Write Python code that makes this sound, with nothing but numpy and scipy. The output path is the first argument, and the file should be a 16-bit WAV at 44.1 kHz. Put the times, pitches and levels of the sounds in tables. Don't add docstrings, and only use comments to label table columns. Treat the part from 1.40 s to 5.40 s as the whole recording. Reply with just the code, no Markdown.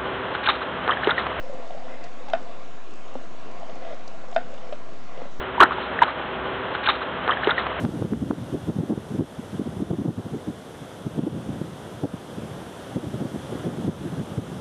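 import sys
import numpy as np
from scipy import signal
from scipy.fft import rfft, irfft
from scipy.io import wavfile
from scipy.ndimage import uniform_filter1d

SR = 44100
rng = np.random.default_rng(int(sys.argv[2]) if len(sys.argv) > 2 else 0)


def output_pcm(signal):
    pcm = np.clip(np.atleast_2d(signal).T, -1, 1) * 32767
    wavfile.write(sys.argv[1], SR, np.round(pcm).astype(np.int16))


N = 176400
T = np.arange(SR // 4) / SR

# f/Hz, level/dB
AIR_SPECTRUM = [(20, -17), (45, -11.5), (90, -9), (150, -0.5), (200, 0.5), (245, 4), (300, 0), (400, 1),
                (520, -2.5), (700, -1.5), (870, -5), (1100, 0.5), (1400, -7.5), (1800, -11), (2700, -11.5),
                (3600, -15.5), (5000, -22), (6500, -23.5), (8000, -26.5)]
# f/Hz, level/dB
WHINE_TONES = [(1384, -62), (1631, -67.5), (5398, -76.5), (6222.5, -80), (6666.5, -77.5)]
# t/s, relative level/dB
TICKS = [(.1375, -40), (.144, -41), (.277, -39), (.647, -40), (1.017, -44), (1.030, -38), (1.510, -40),
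         (1.539, -38), (1.5585, -39), (1.7425, -39), (2.116, -39), (2.200, -41), (2.356, -38),
         (2.5465, -40), (2.8865, -40), (2.9155, -36.5), (3.120, -42), (3.142, -38), (3.535, -43)]
# f/Hz, level/dB
TICK_SPECTRUM = [(300, -9), (2000, -4), (5000, -3), (8000, -1.5)]
# f/Hz, t60/s
ROOM_T60 = [(200, 0.3), (700, 0.17), (1600, 0.29), (4000, 0.18), (8000, 0.35)]
# f/Hz, level/dB
ROOM_SPECTRUM = [(200, -12.5), (480, -4.5), (660, -12.5), (1000, -0.5), (1500, 1), (3000, -1), (8000, -4)]
# centre t/s, 1/e half-width/s, level/dB
RUSTLES = [(.51, 0.035, -51), (0.648, 0.034, -49), (2.455, 0.073, -51), (3.795, 0.11, -53)]
# f/Hz, level/dB
PAPER_SPECTRUM = [(700, -13), (1500, 5), (1850, 2.5), (2050, 9.5), (2200, -28), (2500, 4), (3000, -7.5),
                  (4200, -12), (8000, -35.5)]
# t/s, level/dB
RUB_ENVELOPE = [(0, -44), (.2, -42), (.45, -41), (.52, -38.5), (.73, -47.5), (.9, -44), (1.1, -44),
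                (1.3, -49.5), (1.55, -58), (1.75, -45), (1.87, -49), (2.1, -47.5), (2.2, -43.5),
                (2.39, -43), (2.52, -39), (2.61, -46.5), (2.8, -47.5), (3.05, -45.5), (3.3, -46.5),
                (3.6, -56), (3.8, -40), (4, -63)]
# f/Hz, level/dB
RUB_SPECTRUM = [(80, -26.5), (180, -27), (245, -4.5), (330, -18), (420, -11.5), (520, 4.5), (590, -6.5),
                (680, 5.5), (800, -6), (950, -13), (1100, -15), (1650, -20), (2050, -17.5), (3000, -31.5),
                (4300, -32), (8000, -46.5)]
# t/s, level/dB
SCRAPES = [(0.639, -40.5), (0.886, -44.5), (.899, -44.5), (2.677, -37), (2.946, -41)]
# f/Hz, level/dB
WIRE_SPECTRUM = [(500, -27), (3200, -24), (4300, 3.5), (5400, -5), (6700, -2), (8000, -14.5)]
# t/s, level/dB, panel f/Hz, t60/s, scratch level re ring/dB
KNOCKS = [(.037, -33.5, 524, 0.094, -24), (.095, -25.5, 559, 0.089, -19), (.126, -27, 517, 0.16, -41),
          (.176, -36, 660, .05, -17), (.198, -27, 554, 0.045, -30), (.3055, -21, 672, 0.038, -20),
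          (.3478, -23, 590, 0.037, -24), (.379, -28, 770, 0.034, -18), (.4225, -31, 710, 0.025, -22),
          (.500, -36, 580, 0.035, -12), (.645, -28.5, 710, .05, -29), (.803, -36, 505, 0.15, -29),
          (.883, -28.5, 820, 0.044, -6), (.898, -30, 770, 0.055, -4), (2.219, -28, 790, .03, -25),
          (2.230, -23, 667, 0.026, -23), (2.295, -29.5, 640, 0.049, -10.5), (2.358, -25.5, 694, 0.023, -18),
          (2.449, -27.5, 654, 0.064, -15), (2.473, -31.5, 675, 0.14, -20), (2.507, -24, 640, 0.045, -25),
          (2.518, -31, 520, 0.029, -26), (2.529, -19.5, 565, 0.023, -22), (2.742, -30.5, 660, 0.067, -27),
          (2.838, -20.5, 605, 0.01, -29), (2.9255, -25.5, 700, 0.036, -10.5),
          (3.1318, -27, 566, 0.035, -24), (3.177, -33, 700, .02, -6), (3.293, -28, 493, .04, -24),
          (3.3244, -18, 600, 0.044, -10), (3.3315, -21.5, 637, 0.018, -30), (3.490, -30.5, 628, 0.026, -15),
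          (3.775, -24, 530, 0.034, -14.5), (3.854, -26, 590, 0.027, -23)]
# f/Hz, level/dB
SCRATCH_SPECTRUM = [(300, -18), (900, -0.5), (1300, -2), (2000, -1), (2900, -0.5), (3700, -2), (4500, -15),
                    (8000, -39)]
# t/s, gain/dB
BUMPS = [(1.7543, -5.5), (1.786, -22), (3.8178, -9)]
# f/Hz, level/dB, t60/s
BUMP_MODES = [(257, -20.5, 0.1), (533, -9.5, 0.027), (610, -14, 0.021), (760, -6.5, 0.011)]
# t/s, ring gain/dB
SNAPS = [(0.9345, -6), (2.9623, -5)]
# f/Hz, level/dB, t60/s
BOX_MODES = [(250, -32.5, 0.26), (493, -34, 0.23), (667, 0, 0.059), (717, -13, 0.12), (820, -20.5, 0.089),
             (1443, -23.5, 0.068), (1478, -23.5, 0.086), (1514, -5.5, 0.0085), (1556, -26.5, 0.07),
             (1788, -26, 0.088), (2070, -15.5, 0.012), (2446, -35.5, 0.058), (2635, -31, 0.083),
             (3100, -14.5, 0.0096), (3610, -21, 0.022), (4890, -31, 0.02)]
# f/Hz, level/dB
CRACK_SPECTRUM = [(200, -23), (600, -2), (1000, 8.5), (1600, -3.5), (2400, 9), (3600, -4), (4500, -21),
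                  (6800, -20.5), (8500, -25)]
# f/Hz, level/dB
BOUNCE_SPECTRUM = [(300, -28), (700, -24), (1100, -9), (1500, 3.5), (2600, -23), (4000, -23), (8000, -46)]


def amp(db):
    return 10 ** (np.asarray(db) / 20)


def unit(x):
    return x / np.sqrt(np.mean(x ** 2) + 1e-20)


def curve_at(points, hz):
    f, value = np.transpose(points)
    return np.interp(np.log(hz + 1), np.log(f + 1), value)


def add(mix, s, sound):
    part = mix[max(round(s * SR), 0):][:len(sound)]
    part += sound[:len(part)]


def filtered(x, spectrum):
    hz = np.fft.rfftfreq(len(x), 1 / SR)
    return irfft(rfft(x) * amp(curve_at(spectrum, hz)), len(x))


def colour(x, spectrum):
    return unit(filtered(x, spectrum))


def decay(t, t60):
    return np.exp(-np.log(1000) * t / t60)


def rise(tau_s):
    return 1 - np.exp(-T / tau_s)


def ring(modes, build_cycles=1.61):
    return sum(amp(db) * rise(build_cycles / hz) * decay(T, t60) * np.sin(2 * np.pi * hz * T)
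               for hz, db, t60 in modes)


def burst(spectrum, t60):
    return colour(rng.standard_normal(len(T)), spectrum) * decay(T, t60)


def slips(per_s=1800, spread_db=2.5):
    occurs = rng.random(N) < per_s / SR
    sign = rng.choice([-1, 1], N)
    return occurs * sign * amp(spread_db * np.minimum(rng.exponential(1, N), 3))


def room_noise(level_db=-45.5, patch_db=1.9):
    bands = signal.stft(rng.standard_normal(N), nperseg=1024)[2]
    patches = uniform_filter1d(rng.standard_normal(bands.shape), size=10, axis=0)
    patches = unit(uniform_filter1d(patches, size=8, axis=1))
    noise = signal.istft(bands * amp(patch_db * patches), nperseg=1024)[1][:N]
    return amp(level_db) * colour(noise, AIR_SPECTRUM)


def whine():
    t = np.arange(N) / SR
    return sum(amp(db) * unit(np.sin(2 * np.pi * (hz * t + rng.random()))) for hz, db in WHINE_TONES)


def faint_ticks(gain_db=13):
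    out = np.zeros(N)
    for s, db in TICKS:
        add(out, s, amp([db + gain_db]))
    return filtered(out, TICK_SPECTRUM)


def reverberation(x, gain_db=-15, delay_s=.012):
    noise = colour(rng.standard_normal(SR // 2), ROOM_SPECTRUM)
    hz, t, bands = signal.stft(noise, SR, nperseg=256)
    tail = signal.istft(bands * decay(t, curve_at(ROOM_T60, hz)[:, None]), SR, nperseg=256)[1]
    out = np.zeros(N)
    add(out, delay_s, signal.fftconvolve(x, tail / np.linalg.norm(tail)))
    return amp(gain_db) * out


def wing_rustle():
    swells = sum(amp(db) * np.exp(-((np.arange(N) / SR - s) / width) ** 2) for s, width, db in RUSTLES)
    return colour(slips(), PAPER_SPECTRUM) * swells


def bearing_rub():
    level_db = np.interp(np.arange(N) / SR, *np.transpose(RUB_ENVELOPE))
    return colour(slips(), RUB_SPECTRUM) * amp(level_db)


def wire_scrapes():
    out = np.zeros(N)
    for s, db in SCRAPES:
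        add(out, s, amp(db) * rise(tau_s=.00067) * burst(WIRE_SPECTRUM, t60=.023))
    return out


def panel_knocks(lower_ratio=.8, lower_db=-19.5):
    out = np.zeros(N)
    for s, db, hz, t60, scratch_db in KNOCKS:
        phase = 2 * np.pi * hz * T
        panel = decay(T, t60) * (np.sin(phase) + amp(lower_db) * np.sin(lower_ratio * phase))
        scratch = amp(scratch_db) * burst(SCRATCH_SPECTRUM, t60=.027)
        add(out, s, amp(db) * rise(tau_s=.0016) * (panel + scratch))
    return out


def crank_bumps():
    out = np.zeros(N)
    for s, db in BUMPS:
        add(out, s, amp(db) * ring(BUMP_MODES))
    return out


def link_snaps(contact_db=-32.5, contact_t60=.046, bounce_s=.0152):
    out = np.zeros(N)
    for s, db in SNAPS:
        add(out, s, amp(db) * ring(BOX_MODES))
        add(out, s, amp(contact_db) * burst(CRACK_SPECTRUM, contact_t60))
        add(out, s + bounce_s, amp(contact_db) * burst(BOUNCE_SPECTRUM, contact_t60))
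    return out


def scene():
    toy = link_snaps() + crank_bumps() + panel_knocks() + wire_scrapes() + bearing_rub() + wing_rustle()
    return (toy + reverberation(toy) + faint_ticks() + room_noise() + whine())[None]


def record(dry, cutoff_hz=8040, offset=-.0695):
    lowpass = signal.firwin(201, cutoff_hz, window=("kaiser", 8), fs=SR)
    return signal.oaconvolve(dry, lowpass[None], "same") + offset


dry = scene()
out = record(dry)
output_pcm(out)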